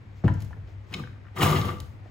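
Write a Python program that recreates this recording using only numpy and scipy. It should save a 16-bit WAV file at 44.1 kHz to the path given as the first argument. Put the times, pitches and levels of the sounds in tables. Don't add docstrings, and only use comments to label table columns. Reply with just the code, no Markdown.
import sys
import numpy as np
from scipy import signal
from scipy.fft import rfft, irfft, next_fast_len
from scipy.io import wavfile
from scipy.ndimage import uniform_filter1d, map_coordinates

SR = 44100
rng = np.random.default_rng(int(sys.argv[2]) if len(sys.argv) > 2 else 0)


def file_out(sig):
    cols = np.atleast_2d(sig).T
    lim = np.clip(cols, -1, 1)
    pcm = np.round(lim * 32767).astype(np.int16)
    wavfile.write(sys.argv[1], SR, pcm)


def volts_from_db(level):
    exponent = np.asarray(level, float) / 20
    return 10 ** exponent


N = 92610
TIME = np.arange(N) / SR
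EVENT_TIME = np.arange(SR // 10) / SR


def unit(x):
    return x / np.sqrt(np.mean(x ** 2) + 1e-20)


def along(points, hz):
    f, v = np.transpose(points)
    return np.interp(np.log(hz + 1), np.log(f + 1), v)


def curve(rows, outside):
    s, v = np.transpose(rows)
    return np.interp(TIME, s, v, outside, outside)


def wobble(rate):
    knots = rng.standard_normal(int(N * rate / SR) + 4)
    return map_coordinates(knots, [np.arange(N) * rate / SR])


def filtered(x, response):
    m = next_fast_len(x.shape[-1] + SR // 2)
    spectrum = rfft(x, m) * response(np.fft.rfftfreq(m, 1 / SR))
    return irfft(spectrum, m)[..., :x.shape[-1]]


def body(modes):
    def mode(f, center, width, db):
        return volts_from_db(db) * 1j * f * width / (center * center - f * f + 1j * f * width)
    return lambda f: sum((-1) ** k * mode(f, *row) for k, row in enumerate(modes))


def add_at(out, s, sound):
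    out[round(s * SR):][:len(sound)] += sound


# f/Hz, level/dB per Hz
ROOM_TONE = [(15, -51.5), (25, -6), (115, -1.5), (156, -13), (665, -26), (1030, -28), (2300, -33.5),
             (2750, -38), (12000, -64.5), (15600, -117), (22000, -120)]
# f/Hz, correlation
COHERENCE = [(60, 0.52), (180, 1), (550, 0.19), (1650, 0.094), (4970, 0.28), (15000, 0.05)]


def hush():
    def mid_and_side(f):
        angle = np.arccos(np.clip(along(COHERENCE, f), -1, 1)) / 2
        return volts_from_db(along(ROOM_TONE, f)) * f ** 2 / (f ** 2 + 45 ** 2) * [np.cos(angle), np.sin(angle)]
    mid, side = filtered(rng.standard_normal((2, N)), mid_and_side)
    level = volts_from_db(-60 + 0.27 * wobble(7.95))
    return level * np.array([mid + side, mid - side]) / np.std(filtered(mid, lambda f: f > 300))


def hum():
    level = volts_from_db(-44.5 + 1.43 * wobble(2.8))
    return level * np.sin(2 * np.pi * 100.5 * TIME + .5 * wobble(4.95))


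def fan():
    noise = rng.standard_normal((2, N))
    return volts_from_db(-71 + 0.83 * wobble(3)) * unit(filtered(noise, body([(1980, 260, 0)])))


# f/Hz, T60/s
KITCHEN_T60 = [(200, 0.84), (2000, 0.41), (10000, 0.53)]


def kitchen(x):
    hz, t, z = signal.stft(rng.standard_normal((2, SR // 2)), SR, nperseg=256)
    decay = volts_from_db(-60 * t / along(KITCHEN_T60, hz)[:, None])
    tail = signal.istft(z * decay, SR, nperseg=256)[1]
    delayed = np.pad(x, (200, 0))[None]
    return signal.fftconvolve(delayed, tail / np.linalg.norm(tail[0]), axes=1)[:, :N]


def near(x):
    t = np.arange(SR // 20) / SR
    burst = rng.standard_normal(len(t)) * volts_from_db(-60 * t / 0.032)
    echoes = filtered(burst, body([(815, 1400, 0)]))
    side = signal.fftconvolve(np.pad(x, (40, 0)), echoes / np.linalg.norm(echoes))[:N]
    return np.array([side, -side])


# t/s, level/dB
SLIDE = [(0, -80), (.2, -69), (.3, -73), (.43, -60.5), (.55, -74), (.62, -82), (.69, -67), (.8, -80),
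         (.9, -65), (1.05, -74), (1.2, -79), (1.75, -63), (1.88, -71), (1.97, -93), (2.06, -69)]
# f/Hz, level/dB per Hz
SKIN = [(800, -31), (2000, 3), (4000, -5), (7000, -9.5), (11000, -24.5), (15000, -16), (18000, -26)]


def hands():
    noise = rng.standard_normal((2, N))
    partly_alike = noise + noise[0]
    rustle = unit(filtered(partly_alike, lambda f: volts_from_db(along(SKIN, f))))
    return volts_from_db(curve(SLIDE, None) + 2.3 * wobble(40.75)) * rustle


# t/s, push level/dB
PUSH = [(0, -46), (.2, -45.5), (.3, -35.5), (.46, -36.5), (.57, -35.5), (.66, -36), (.74, -39.5),
        (.88, -56), (1.02, -37.5), (1.13, -44.5), (1.32, -50), (1.45, -37.5), (1.6, -34.5), (1.8, -40.5),
        (1.97, -51), (2.07, -38)]
# f/Hz, bandwidth/Hz, level/dB
TABLE = [(67, 7.9, -9.5), (80.5, 6, -4.5), (100.33, 10.5, 1.5), (124.6, 9.6, -5.5), (148.2, 12.1, -1),
         (210, 8.9, -5), (257.1, 9.6, -12.5), (310, 7.7, -8.5), (357.3, 26, -11.5), (498.5, 10.5, -11.5)]


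def leaning():
    rock_hz, peak_s, depth = 16, .585, 0.38
    noise = rng.standard_normal(N)
    slow_push = lambda f: body(TABLE)(f) / (1 + 1j * f / 60) ** 5
    force = noise * volts_from_db(curve(PUSH, None) + 0.27 * wobble(32.4))
    boom = filtered(force, slow_push) / np.std(filtered(noise, slow_push))
    return boom * (1 + depth * np.cos(2 * np.pi * rock_hz * (TIME - peak_s)))


# t/s, level/dB, contact time/s
THUMPS = [(0.242, -16, 0.0033), (0.257, -20, 0.0064), (0.3, -24.5, 0.0043), (0.352, -30.5, 0.0053),
          (.42, -37, 0.0044), (.565, -35.5, 0.0087), (0.616, -41, 0.0057), (0.681, -36, 0.011),
          (1.009, -40.5, 0.0032), (1.034, -38, 0.0058), (.955, -40.5, 0.0028), (.985, -36, 0.004),
          (1.401, -26.5, 0.0052), (1.419, -24.5, 0.0031), (1.44, -26, 0.0022), (1.499, -39.5, 0.003),
          (1.545, -29, 0.0031), (1.579, -24.5, 0.0056), (1.642, -31, 0.0043), (1.785, -29.5, 0.0094),
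          (2.049, -52, 0.0066)]


def thumps():
    slap_db, slap_t60 = -18.5, 0.16
    force, slap, t = np.zeros(N + SR), np.zeros(N + SR), EVENT_TIME
    for s, db, contact in THUMPS:
        pulse = np.sin(np.pi * np.minimum(t / contact, 1)) ** 2
        add_at(force, s, volts_from_db(db - 4) * pulse / (contact * 10))
        add_at(slap, s, volts_from_db(db + slap_db - 60 * t / slap_t60) * rng.standard_normal(len(t)))
    slap_tone = lambda f: body([(454, 200, 17)])(f) / (1 + 1j * f / 2500)
    return filtered(force[:N], body(TABLE)), filtered(slap[:N], slap_tone)


# f/Hz, bandwidth/Hz, level/dB
JAR = [(696, 170, -1.5), (961, 32, -5), (980, 200, -16), (1174, 102, 6.5), (1223, 170, 0), (1510, 30, -17),
       (1837, 410, -13), (2100, 133, -2), (2220, 24, -17), (2770, 60, -6), (3067, 250, -7),
       (3590, 480, -14), (3898, 114, -10), (4890, 440, -26)]
# t/s, level/dB, f/Hz, T60/s
TICKS = [(.239, -29, 667, 0.14), (0.268, -45, 2260, 0.015), (0.28, -23.5, 1560, 0.038),
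         (.281, -25.5, 930, 0.054), (0.339, -48.5, 6340, 0.039), (0.405, -50, 4220, 0.016),
         (0.422, -56, 5140, 0.049), (0.446, -51, 6000, 0.019), (.508, -43.5, 774, 0.063),
         (0.53, -38, 1310, 0.04), (0.675, -54, 2500, 0.032), (0.929, -36.5, 2465, 0.019),
         (.939, -23, 2370, 0.023), (.94, -24.5, 3440, 0.04), (1.037, -35, 1450, 0.018),
         (1.074, -37.5, 1460, 0.0045), (1.131, -48.5, 1750, 0.1), (1.158, -61, 1160, .03),
         (1.253, -46.5, 1500, 0.016), (1.267, -46.5, 1330, 0.029), (1.283, -48, 1730, 0.017),
         (1.409, -22, 2330, 0.027), (1.431, -17.5, 2290, 0.05), (1.615, -27, 3580, 0.015),
         (1.693, -40, 3070, 0.013), (1.702, -30, 1350, 0.014), (1.785, -47, 4250, 0.011),
         (1.802, -34.5, 3660, 0.016), (2.042, -61, 1500, 0.042), (2.058, -44.5, 617, 0.038),
         (.318, -43, 1840, 0.036), (.286, -44.5, 3470, 0.11), (.345, -45, 1850, 0.014),
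         (0.947, -45, 4630, 0.047), (0.964, -40, 3900, .08), (1.091, -50, 1500, .012),
         (1.099, -53, 1700, .02), (1.376, -28.5, 1850, 0.02), (1.389, -37, 2000, .015),
         (1.418, -18, 2000, 0.015), (1.444, -23, 2240, 0.012), (1.46, -30, 2100, 0.018),
         (1.487, -26, 3180, .015), (1.529, -28, 2670, .015), (1.562, -27, 2850, 0.067),
         (1.578, -32, 3460, 0.025), (1.74, -50, 2360, 0.022)]


def ticks():
    rise_s, edge, ring_db = 0.00073, 1.08, -1
    out, t = np.zeros(N + SR), EVENT_TIME
    for s, db, hz, t60 in TICKS:
        burst = rng.standard_normal(len(t)) * volts_from_db(-60 * t / t60) * (1 - np.exp(-t / rise_s))
        burst[0] = edge * np.sqrt(t60 * 1000)
        peak = body([(hz, hz * 0.5, 0)])
        modes = body([(c, w, ring_db + rng.normal(0, 4)) for c, w, _ in JAR])
        tick = filtered(burst, lambda f: peak(f) * (peak(f) + modes(f) / (1 + 1j * f / hz / 1.4) ** 2))
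        add_at(out, s, volts_from_db(db) * tick / np.abs(tick).max())
    return out[:N]


# t/s, level/dB, T60/s
CRACKS = [(0.28, -49, 0.017), (.34, -54.5, 0.047), (.403, -51, 0.08), (.421, -43, 0.037),
          (0.446, -50.5, 0.034), (0.941, -55, 0.0072), (1.364, -44, 0.0082), (1.802, -32.5, 0.016)]


def cracks():
    out, t = np.zeros(N + SR), EVENT_TIME
    for s, db, t60 in CRACKS:
        bright = filtered(rng.standard_normal(len(t)), body([(5500, 9300, 0), (15000, 1600, -7)]))
        add_at(out, s, volts_from_db(db - 60 * t / t60) * bright)
    return out[:N]


# t/s, level/dB, length/s
JAMS = [(.971, -41.5, 0.0057), (.991, -43.5, 0.0077), (1.003, -61, 0.011), (1.16, -57, 0.0088),
        (1.37, -36.5, 0.0054), (1.398, -30, .006), (1.431, -31, 0.011), (1.461, -33, .007),
        (1.476, -30, 0.0073), (1.489, -27, 0.0062), (1.5, -26.5, 0.0097), (1.518, -29, .007),
        (1.526, -26, 0.003), (1.544, -30.5, 0.0085), (1.563, -33, .006), (1.578, -35, 0.0091),
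        (1.591, -35, .008), (1.614, -32, 0.007), (1.629, -36, 0.0041), (1.643, -40.5, 0.01),
        (1.679, -34, 0.0049), (1.689, -32, 0.0062), (1.744, -53, 0.007), (1.765, -54.5, 0.0099)]


def jams():
    air_hz, air_t60, spread, beat_hz = 1195, 0.037, .018, 70
    out, t = np.zeros(N + SR), EVENT_TIME
    chances = rng.standard_normal((len(JAMS), 3)).clip(-1.5, 1.5)
    for (s, db, length), (bend, phase, beat) in zip(JAMS, chances):
        hz = air_hz * (1 + spread * bend)
        swell = np.sin(np.pi / 2 * np.minimum(t / length * 2, 1)) ** 2
        decay = volts_from_db(-60 * np.maximum(t - length, 0) / air_t60)
        tone = np.sin(2 * np.pi * hz * t + 3 * phase)
        partner = .5 * np.sin(2 * np.pi * (hz + beat_hz * beat) * t)
        add_at(out, s, volts_from_db(db) * swell * decay * (tone + partner))
    return out[:N] * (1 + .3 * wobble(500))


def teeth():
    per_s, center_hz, spread, cycles = 900, 2730, 0.607, 1.9
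    at, pitch, size = rng.random((3, int(per_s * N / SR)))
    detune = np.exp(spread * np.log(pitch / (1 - pitch)) / 2).clip(.3, 3.5)
    hz = center_hz * detune[:, None]
    k = np.arange(SR // 150)
    level = volts_from_db(-5 * np.log(size).clip(-3, 0))[:, None]
    clicks = level * np.sin(2 * np.pi * hz * k / SR) * np.exp(-k / SR * hz / cycles * 2)
    places = (at * N).astype(int)[:, None] + k
    return unit(np.bincount(places.ravel(), clicks.ravel(), N + len(k))[:N])


def grit():
    grains_per_s, spread_db, snap_s, rasp_share = 2200, 6.5, 0.00076, 0.57
    chance, size, noise = rng.random(N), rng.exponential(size=N), rng.standard_normal((2, N))
    breaks = chance < grains_per_s / SR * volts_from_db(5 * wobble(60))
    starts = breaks * volts_from_db(spread_db * size.clip(0, 3))
    snaps = np.convolve(starts, np.exp(-np.arange(SR // 200) / SR / snap_s))[:N] * noise[0]
    rasp = noise[1] * volts_from_db(4.4 * wobble(90))
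    return unit(np.sqrt(1 - rasp_share) * unit(snaps) + np.sqrt(rasp_share) * rasp)


# t/s, grinding level/dB
STROKES = [
    [(0.86, -82), (0.932, -45), (0.94, -44), (0.956, -47), (0.992, -45.5), (1.024, -49.5), (1.04, -62),
     (1.048, -62), (1.14, -88)],
    [(1.33, -77), (1.366, -40.5), (1.398, -37), (1.416, -25), (1.52, -28), (1.674, -39.5), (1.688, -35.5),
     (1.79, -59), (1.88, -64.5)],
]
# f/Hz, level/dB per Hz
CRUNCH = [(300, -7.5), (700, -9), (1200, -4.5), (1700, -16), (4000, -24.5), (7000, -23), (11000, -25),
          (16000, -23)]


def grinding():
    jar_db, crunch_db, shake_db, teeth_db, wide_db = -5.5, -0.5, 5.5, -9.5, -7
    level_db = np.maximum(*[curve(rows, -120) for rows in STROKES])
    loudest = level_db.max()

    def growing(power):
        return volts_from_db(loudest + power * (level_db - loudest))

    def ring(gain, response):
        return filtered(gain * grit(), response) / np.std(filtered(grit(), response))

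    crackle = lambda f: volts_from_db(along([(100, -61.5)] + CRUNCH, f))
    far_crackle = lambda f: volts_from_db(along([(100, -65)] + CRUNCH[:-3] + [(9000, -46)], f))
    jar = volts_from_db(jar_db) * ring(volts_from_db(level_db), body(JAR))
    crunch = volts_from_db(crunch_db) * ring(growing(1.36), crackle)
    shake = volts_from_db(shake_db) * ring(growing(0.86), body(TABLE))
    far_jar = ring(volts_from_db(level_db + jar_db), body(JAR))
    far_crunch = ring(volts_from_db(level_db + crunch_db + 2), far_crackle)
    wide = volts_from_db(wide_db) * (far_jar + far_crunch) * [[1], [-1]]
    return jar + crunch + volts_from_db(teeth_db + level_db) * teeth(), shake, wide


def two_ports(air):
    in_step_hz, comb_hz = 6950, 4150
    lag = lambda f: np.minimum(-2 * np.pi * (f - in_step_hz) / comb_hz, f / 4000)
    return filtered(air, lambda f: np.exp(1j * lag(f) * np.array([[.5], [-.5]])))


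def scene():
    ground, shake, wide = grinding()
    thump, slap = thumps()
    air = ground + ticks() + cracks() + jams() + slap
    radiation = lambda f: (1j * f / 55) ** 2 / (1 + 1j * f / 55) ** 2
    low = filtered(shake + leaning() + thump, radiation)
    upper_boom = filtered(low, lambda f: f ** 2 / (f ** 2 + 200 ** 2))
    direct = two_ports(air) + low + wide
    echoes = volts_from_db(-18.5) * near(air + volts_from_db(2.0) * upper_boom)
    room = volts_from_db(-6.5) * kitchen(air) + volts_from_db(-16.5) * kitchen(low)
    return direct + echoes + room + hush() + hum() + hands() + fan()


def top_cut(x):
    return signal.sosfilt(signal.butter(12, 16470, fs=SR, output="sos"), x)


# f/Hz, left over right level/dB
LEAN = [(60, 3.5), (240, 2.5), (950, 2.5), (3770, 3), (8000, 1), (15000, -0.5)]
# from f/Hz, to f/Hz
MID_GAPS = [(8300, 9650), (12400, 13750), (15800, 22050)]
# from f/Hz, to f/Hz
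SIDE_GAPS = [(6300, 7600), (10400, 11800), (14600, 22050)]
# from t/s, to t/s
FULL_BAND = [(.275, .29), (.935, .945), (1.36, 1.485), (1.797, 1.808)]


def record(dry):
    def port_response(f):
        imbalance = volts_from_db(along(LEAN, f) * np.array([[.5], [-.5]]))
        return imbalance * (f < 15870) * f ** 4 / (f ** 4 + 32 ** 4)

    def inside(v, spans):
        return np.any([(v > a) & (v < b) for a, b in spans], axis=0)

    def gap_response(f):
        gaps = 1. * np.array([inside(f, MID_GAPS), inside(f, SIDE_GAPS)])
        return uniform_filter1d(gaps, size=400, axis=1)

    left, right = filtered(dry, port_response)
    pair = np.array([left + right, left - right]) / 2
    attacks = uniform_filter1d(inside(TIME, FULL_BAND) * 1., size=SR // 200)
    mid, side = pair - filtered(pair, gap_response) * (1 - attacks)
    return top_cut(np.array([mid + side, mid - side]))


dry = scene()
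out = record(dry)
file_out(out)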